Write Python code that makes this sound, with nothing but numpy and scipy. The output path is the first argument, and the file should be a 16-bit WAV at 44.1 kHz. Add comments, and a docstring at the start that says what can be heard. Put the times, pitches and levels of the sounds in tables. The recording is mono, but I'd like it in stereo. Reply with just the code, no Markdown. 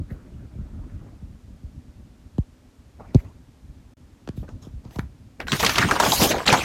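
"""A large glossy paper leaflet flops, snaps and crinkles close to a hand-held camera in a quiet room.
Each fold that flops over sends a bending wave across the sheet, heard as a quick falling sweep.
Later the sheet is pulled away and turned: creases snap and ring as bursts of filtered noise, small buckles
ring as short damped tones, and crinkling, sliding and flapping are coloured noises that swell and fade.
A soft room hush and the rumble of the hand on the camera lie below; the level dips once, briefly."""
import sys
import numpy as np
from scipy import signal
from scipy.fft import rfft, irfft, next_fast_len
from scipy.io import wavfile
from scipy.ndimage import uniform_filter1d, map_coordinates

SR = 44100
rng = np.random.default_rng(int(sys.argv[2]) if len(sys.argv) > 2 else 0)


def transcribe(signal):
    """Save signal, clipped to [-1, 1], as a 16-bit WAV file at the path in sys.argv[1]."""
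    frames = np.atleast_2d(signal).T
    limited = np.clip(frames, -1, 1)
    pcm = np.round(limited * 32767).astype(np.int16)
    wavfile.write(sys.argv[1], SR, pcm)


N = 292824  # length in samples


def amp(db):
    """Turn decibels into a gain."""
    return np.exp(np.asarray(db) * (np.log(10) / 20))


def unit(x):
    """Scale x to an rms (average strength) of 1."""
    return x / np.sqrt(np.mean(x ** 2) + 1e-20)


def along(points, hz):
    """Read a curve of (Hz, value) points at any frequency, on a log frequency axis."""
    point_hz, value = np.transpose(points)
    return np.interp(np.log(hz + 1), np.log(point_hz + 1), value)


def curves(rows):
    """Give one value per sample for each column after the time; -120 outside the listed times."""
    time_s, *columns = np.transpose(rows)
    t = np.arange(N) / SR
    return [np.interp(t, time_s, column, left=-120, right=-120) for column in columns]


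def wobble(rate):
    """A smooth random curve through `rate` random points a second."""
    points = rng.standard_normal(int(N * rate / SR) + 4)
    return map_coordinates(points, [np.arange(N) * rate / SR])


def filtered(x, response):
    """Filter x: multiply its spectrum by a response that depends on frequency."""
    size = next_fast_len(N + SR // 2)
    spectrum = rfft(x, size) * response(np.fft.rfftfreq(size, 1 / SR))
    return irfft(spectrum, size)[..., :N]


def rush(spectrum, alike, patchy_db):
    """Stereo noise of rms 1 with a colour, a left-right likeness and patches of random gain."""
    z = signal.stft(rng.standard_normal((2, N)), nperseg=256)[2]
    # Random gains, smoothed over neighbouring frequencies and then times
    patches = uniform_filter1d(rng.standard_normal(z.shape[1:]), size=4, axis=0)
    patches = uniform_filter1d(patches, size=12, axis=1)
    pair = signal.istft(z * amp(patchy_db * unit(patches)), nperseg=256)[1][:, :N]

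    def mid_side_gains(hz):
        angle = np.arccos(np.clip(along(alike, hz), -1, 1)) / 2  # more side makes the ears less alike
        return amp(along(spectrum, hz)) * [np.cos(angle), np.sin(angle)]

    mid, side = filtered(pair, mid_side_gains)
    return unit(np.array([mid + side, mid - side]))


def add(out, s, sound):
    """Mix a short sound in, starting at s seconds."""
    part = out[:, round(s * SR):][:, :sound.shape[-1]]
    part += sound[..., :part.shape[1]]


def background():
    """Lumpy low rumble from the hand on the camera, over the steady hush of room and microphone."""
    # Rumble of the hand: time_s [s], level_db [dB]
    rumble_level = [(0, -27.5), (0.06, -41.5), (0.6, -36.5), (1.0, -41), (1.7, -44.5), (2.7, -48.5),
                    (3.1, -41.5), (3.55, -45), (4.2, -49.5), (4.45, -34), (4.6, -42.5), (4.9, -39.5),
                    (5.3, -46.5), (5.7, -32.5), (6.0, -49.5), (6.25, -30.5), (6.45, -44), (6.64, -35)]
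    # Colour of the rumble: pitch_hz [Hz], level_db [dB per Hz, relative]
    rumble_colour = [(12, -38), (20, -6), (44, 0.5), (69, 2), (179, -9), (259, -10.5), (335, -19.5),
                     (451, -37), (600, -25), (780, -50), (1320, -120)]
    # Colour of room tone and microphone hiss: pitch_hz [Hz], level_db [dB per Hz, relative]
    hush_colour = [(150, -27), (245, -0.5), (300, -10), (600, -16.5), (1200, -22), (2400, -26.5),
                   (7100, -31.5), (13000, -40.5), (14300, -39), (14800, -70)]
    # How alike left and right are: pitch_hz [Hz], likeness [1 = identical]
    likeness = [(60, 0.84), (180, 0.65), (550, 0.15), (1650, 0.19), (4970, 0.21), (15000, 0.28)]
    hush_db = -57
    lumps = amp(2.2 * wobble(16))
    rumble = unit(lumps * rush(rumble_colour, likeness, patchy_db=3.0))
    hush = rush(hush_colour, likeness, patchy_db=0.0)
    return amp(curves(rumble_level)[0]) * rumble + amp(hush_db) * hush


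def slips():
    """Gains of crinkle, slide and top hiss as the sheet shifts in the hand: fast rise, hold, dying away."""
    # Slips: start_s [s], length_s [s], crinkle_db [dB], sliding_hiss_db [dB], thin_top_hiss_db [dB]
    slip_table = [(0.103, 0.024, -50, -71, -66), (0.838, 0.25, -59.5, -80, -93),
                  (2.994, 0.027, -49, -85, -90), (3.052, 0.12, -52, -74, -93),
                  (3.147, 0.061, -48.5, -66, -65), (3.248, 0.04, -54, -73, -90),
                  (4.369, 0.017, -54, -59.5, -61), (4.484, 0.012, -48.5, -63, -88),
                  (4.626, 0.023, -50, -55.5, -67), (4.847, 0.022, -51, -64, -76),
                  (4.912, 0.053, -47, -59.5, -61.5), (4.99, 0.012, -51, -66, -62),
                  (5.403, 0.018, -39, -68, -60), (6.466, 0.059, -23.5, -28, -43),
                  (6.559, 0.072, -32, -32.5, -44.5)]
    attack_s, release_db_per_s = 0.017, 313
    out, t = np.zeros((3, N)), np.arange(SR // 2) / SR
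    for start_s, length_s, *levels_db in slip_table:
        rise = np.clip(t / attack_s, 0, 1) ** 2
        release = amp(-release_db_per_s * np.maximum(t - attack_s - length_s, 0))
        add(out, start_s - attack_s, amp(levels_db)[:, None] * rise * release)
    return out


def bursts(events, rise, crack_share, q, click):
    """Giving paper: a wide crack, fading in a share of the time, plus a patch ringing near its own pitch."""
    out, t = np.zeros((2, N)), np.arange(SR // 10) / SR
    f = np.fft.rfftfreq(len(t), 1 / SR)
    for start_s, level_db, ring_hz, crack_db, t60_s in events:
        noise = rng.standard_normal((2, len(t)))
        # One sample set to this many times the noise's strength gives a crisp click; 0 leaves it out
        noise[1, round(rise * SR)] = click
        ring_noise, crack_noise = rfft(noise)
        width = 1j * f * ring_hz / q
        resonance = (width / (ring_hz * ring_hz - f * f + width)) ** 2
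        ring = unit(irfft(ring_noise * resonance, len(t)))
        crack = unit(irfft(crack_noise * f / (f + 1200) / (1 + (f / 6000) ** 3), len(t)))
        onset = 1 - np.exp(-(t / rise) ** 2)
        ring = ring * amp(-60 * t / t60_s) * onset
        crack = crack * amp(crack_db - 60 * t / (crack_share * t60_s)) * onset
        lag = rng.integers(-2, 3)  # samples between left and right
        ring_lag = round(lag * 6000 / ring_hz)  # low rings come from wider patches and lag more
        left = ring + crack
        right = np.roll(ring, ring_lag) + np.roll(crack, lag)
        add(out, start_s - 0.51 * rise, amp(level_db) / np.abs(left).max() * np.array([left, right]))
    return out


def snaps():
    """Creases snap, most with a sharp click at the start; the burst at 2.997 s is a soft scuff."""
    # Snaps: start_s [s], level_db [peak dB], ring_hz [Hz], crack_db [dB against the ring], t60_s [s to fade 60 dB]
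    snap_table = [(0.1087, -41, 1880, -5, 0.01), (2.382, -31.5, 736, -8, 0.015),
                  (2.997, -36.5, 875, -33, 0.19), (3.1468, -23.5, 4600, -1.5, 0.015),
                  (4.275, -27.5, 1260, -6.5, 0.019), (4.2893, -26, 2160, 3, 0.012),
                  (4.3745, -42, 2360, -4, 0.028), (4.4907, -37, 840, -1, 0.017),
                  (4.8514, -41, 840, -4.5, 0.019), (4.909, -39, 2000, 3, 0.014),
                  (4.9591, -32, 840, -7, 0.033), (4.987, -28, 860, -8, 0.053),
                  (4.9925, -18.5, 1650, -13, 0.013), (5.4025, -19.5, 2070, -11, 0.021),
                  (5.4823, -13, 1350, -5.5, 0.02), (5.5193, -1, 3340, 7, 0.029),
                  (5.5287, -7.5, 2010, -4, 0.077), (5.629, -7.5, 2130, -7, 0.03),
                  (5.6345, -8, 1190, -17, 0.06), (5.6476, -3.5, 4000, 1, 0.041),
                  (5.6633, -0.5, 3080, 7, 0.063), (5.6935, -3, 1760, -1, 0.07),
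                  (5.7582, -5, 3230, 13, 0.038), (5.7823, -2.5, 1250, -1, 0.05),
                  (5.7866, -5.5, 2220, -23, 0.043), (5.8265, -1, 1750, -23, 0.047),
                  (5.8444, -21, 1590, -19, 0.033), (5.911, -3.5, 1360, -9, 0.015),
                  (5.9148, -7, 1310, -8, 0.071), (5.9997, -2.5, 920, -5, 0.068),
                  (6.1197, -2, 4100, -20, 0.021), (6.1205, -8.5, 804, -34, 0.096),
                  (6.4034, -12, 790, -31, 0.026), (6.4645, -6.5, 875, 19, 0.02),
                  (6.4784, -1.5, 3360, -25, 0.029), (6.5004, -8.5, 2630, -31, 0.067),
                  (6.5262, -3.5, 917, -2.5, 0.06)]
    return bursts(snap_table, rise=0.00096, crack_share=0.72, q=1.8, click=7.0)


def flops():
    """High bending waves travel faster, so each flop falls in pitch; long folds swell later and last longer."""
    # Folds that flop over: start_s [s], level_db [dB], length [times an average fold]
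    flop_table = [(0.11, -20, 1.26), (0.552, -23, 1.6), (0.584, -23.5, 1.45), (0.607, -25, 2.5),
                  (0.781, -23, 2.3), (1.222, -26, 1.84), (1.631, -25, 2.06), (2.382, -7, 1.04),
                  (3.1455, -0.5, 1.01), (3.1533, 0, 0.94), (4.275, -24, 0.34), (4.289, -17, 0.65),
                  (4.374, -18, 1.3), (4.429, -30.5, 0.42), (4.487, -30, 0.38), (4.668, -29, 0.6),
                  (4.732, -23, 2.4), (4.852, -27, 1.1), (4.958, -21.5, 1.33), (4.986, -13, 0.76)]
    rise_s, t60_s, fade_s = 0.006, 0.15, 0.0476  # for an average fold
    skew, rough = 0.32, 1.0  # radians: phase shift of each side, scatter
    out, t = np.zeros((2, N)), np.arange(1, SR // 4) / SR
    pitch_hz = 160 * (0.00995 / (t + 0.000616)) ** 1.01  # falls through 160 Hz after about 9 ms
    phase = 2 * np.pi * np.cumsum(pitch_hz) / SR + skew * np.array([[1], [-1]])
    drift = wobble(90)
    for start_s, level_db, length in flop_table:
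        u = t / length
        swell = 1 - np.exp(-(u / rise_s) ** 2)
        fade = amp(-60 * u / t60_s) * np.exp(-(u / fade_s) ** 3)  # the lowest waves radiate nothing
        # Creases on the way scatter the later, slower waves
        scatter = rough * (t / fade_s) ** 2 * drift[round(start_s * SR):][:len(t)]
        add(out, start_s, amp(level_db) * swell * fade * np.sin(phase + scatter))
    return out


def crumples():
    """Patches of the sheet crumple, each in a short swell without a click."""
    # Crumples: start_s [s], level_db [peak dB], ring_hz [Hz], crack_db [dB against the ring]
    crumple_table = [(4.432, -41, 550, -33), (5.597, -12, 4730, -1), (5.815, -7, 1740, -30),
                     (5.956, -7, 1220, -30), (6.027, -7, 980, -14), (6.061, -9, 840, -11.5),
                     (6.218, -10, 460, -2), (6.237, -10.5, 690, -9), (6.303, -8.5, 610, -15),
                     (6.311, -10.5, 2090, -3), (6.38, -16, 820, -19), (6.536, -4, 905, -12)]
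    t60_s = 0.061
    events = [(*row, t60_s) for row in crumple_table]
    return bursts(events, rise=0.012, crack_share=0.94, q=0.97, click=0)


def room(x):
    """The room's answer is noise in which each frequency dies at its own speed."""
    # Fading of the room: pitch_hz [Hz], t60_s [s to fade 60 dB]
    room_fade = [(200, 0.3), (12000, 0.11)]
    hz, t, z = signal.stft(rng.standard_normal((2, SR // 2)), SR, nperseg=256)
    fading = amp(-60 * t / along(room_fade, hz)[:, None])
    tail = signal.istft(z * fading, SR, nperseg=256)[1]
    late = np.pad(x, ((0, 0), (200, 0)))  # the answer starts 200 samples late
    return signal.fftconvolve(late, tail / np.linalg.norm(tail[0]), axes=1)[:, :N]


def grains(start, rate, centre_hz, octaves, cycles, spread_db):
    """Small buckles all over the sheet: short damped rings, each with its own pitch and left-right lag."""
    count = int(rate * (N / SR - start))
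    when, lag, size, u, v = rng.random((count, 5)).T
    hz = np.clip(centre_hz * 2 ** (octaves * (u + v - 1)), 300, 9000)[:, None]
    k = np.arange(400)
    turns = hz * k / SR
    level = amp(-spread_db * np.log(size + 0.0069))[:, None]  # a few buckles are much louder
    ring = level * np.sin(2 * np.pi * turns) * np.exp(-turns / cycles) * (1 - k / len(k))
    at = (N - when * (N - start * SR)).astype(int)[:, None] + k
    lags = np.int_([16 * lag, 16 - 16 * lag])  # samples, for left and right
    return np.array([np.bincount((at + d[:, None]).ravel(), ring.ravel())[:N] for d in lags])


def flaps():
    """Gain of the whole sheet flapping: one lopsided swell for each flap."""
    # Flaps: peak_s [s], level_db [dB]
    flap_table = [(5.537, -21), (5.649, -21), (5.799, -22), (5.844, -19), (6.014, -24), (6.08, -22),
                  (6.229, -20.5), (6.312, -23.5), (6.523, -21.5)]
    rise_s, fall_s = 0.014, 0.027
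    out, t = np.zeros((1, N)), np.arange(-SR // 10, SR // 4) / SR
    swell = np.exp(-np.where(t < 0, -t / rise_s, t / fall_s))
    for peak_s, level_db in flap_table:
        add(out, peak_s + t[0], amp(level_db) * swell)
    return out


def motion():
    """The bent sheet crinkles and flaps, and its glossy face hisses as it slides over fingers and shelf."""
    # Sheet pulled away and turned over: time_s [s], crinkle_db [dB], sliding_hiss_db [dB],
    # thin_top_hiss_db [dB], dull_share [0-1, part of the crinkle]
    turn_table = [(5.47, -40, -50, -54, 0), (5.49, -40.5, -36.5, -48, 0), (5.58, -38.5, -32.5, -38, 0),
                  (5.68, -26.5, -31, -34, 0), (5.74, -33.5, -33, -36, 0), (5.8, -25, -32.5, -47, 0),
                  (5.9, -28.5, -32, -44, 0.23), (5.985, -25.5, -39, -48, 0.9),
                  (6.02, -27.5, -28, -36.5, 0.05), (6.14, -30, -22.5, -29, 0.85),
                  (6.225, -22.5, -18.5, -23.5, 0.64), (6.3, -27, -29, -31.5, 1),
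                  (6.36, -25.5, -41.5, -51, 0.68), (6.45, -41, -47, -55, 0.15)]
    # Colours of crinkle, sliding hiss, thin top hiss and flapping: pitch_hz [Hz], level_db [dB per Hz, relative]
    crinkle_colour = [(200, -4.5), (450, -1), (950, -5), (2600, -4), (8000, -38)]
    slide_colour = [(1500, -9.5), (2500, -6), (3300, 0.5), (6500, -0.5), (9500, -10.5), (14000, -61)]
    thin_colour = [(8000, -42), (10500, 1.5), (13000, 0.5), (16300, -8.5)]
    flutter_colour = [(50, -18), (110, 1.5), (230, 2.5), (420, -7), (900, -41)]
    # Colour laid on the crinkle when the held sheet stirs: pitch_hz [Hz], level_db [dB, relative]
    stir_colour = [(150, -12), (280, -1), (450, -16.5), (1400, -20), (3000, -33)]
    buckle_start_s = 5.4
    stir_db, settle_s = -51.5, 1.21  # the stirring gain is halved at settle_s

    *turn_db, dullness = curves(turn_table)
    crinkle, slide, thin = slips() + amp(turn_db)
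    stir = amp(stir_db) / (1 + (np.arange(N) / SR / settle_s) ** 10)
    clumps = wobble(45)  # shared, so that crinkle and hisses swell together

    wash = rush(crinkle_colour, [(300, 0.33), (2000, 0.093)], patchy_db=5)
    rings = grains(start=buckle_start_s, rate=520, centre_hz=1990, octaves=1.91, cycles=3.0, spread_db=2.8)
    buckles = unit(amp(1.7 * clumps) * rings)
    bright = 1.34 * amp(3.5 * clumps) * wash + 0.63 * buckles
    dull = unit(filtered(wash, lambda hz: 1 / (1 + (hz / 1200) ** 3)))
    soft = unit(filtered(wash, lambda hz: amp(along(stir_colour, hz))))
    # A lightly bent sheet sounds dull
    force = np.clip(crinkle / amp(-39), 0, 1) ** 2 * (1 - np.clip(dullness, 0, 1))
    crinkling = crinkle * (force * bright + (1 - force) * dull)

    hiss_lumps = amp(1.5 * clumps + 0.83 * wobble(250))
    hiss = unit(hiss_lumps * rush(slide_colour, [(1500, 0.65)], patchy_db=4))
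    top_lumps = amp(2.6 * clumps + 1.2 * wobble(310))
    top = unit(top_lumps * rush(thin_colour, [(9000, 0.47)], patchy_db=-2.0))
    flutter = unit(amp(1.3 * wobble(30)) * rush(flutter_colour, [(100, 0.8)], patchy_db=3.5))
    return crinkling + stir * soft + slide * hiss + thin * top + flaps() * flutter


def scene():
    """Mix all layers: creases answer in the room; the rest is too close or too soft to."""
    creases = snaps() + crumples()
    mix = creases + amp(-13.5) * room(creases) + flops() + motion() + background()
    return mix * amp([[-.3], [.3]])  # dB for left and right


def record(dry):
    """The level dips briefly, the loudest peaks are squeezed, and deep bass and the extreme top are cut."""
    # Brief dip: start_s [s], end_s [s]
    dip = (3.938, 3.9695)
    bass_hz, top_hz = 36, 16100
    t = np.arange(N) / SR
    x = dry * np.where((t > dip[0]) & (t < dip[1]), .01, 1)
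    x = x / (1 + np.abs(x) ** 6) ** (1 / 6)  # bends only the loudest peaks
    return filtered(x, lambda hz: (hz < top_hz) / np.sqrt(1 + (bass_hz / (hz + 1)) ** 6))


dry = scene()
out = record(dry)
transcribe(out)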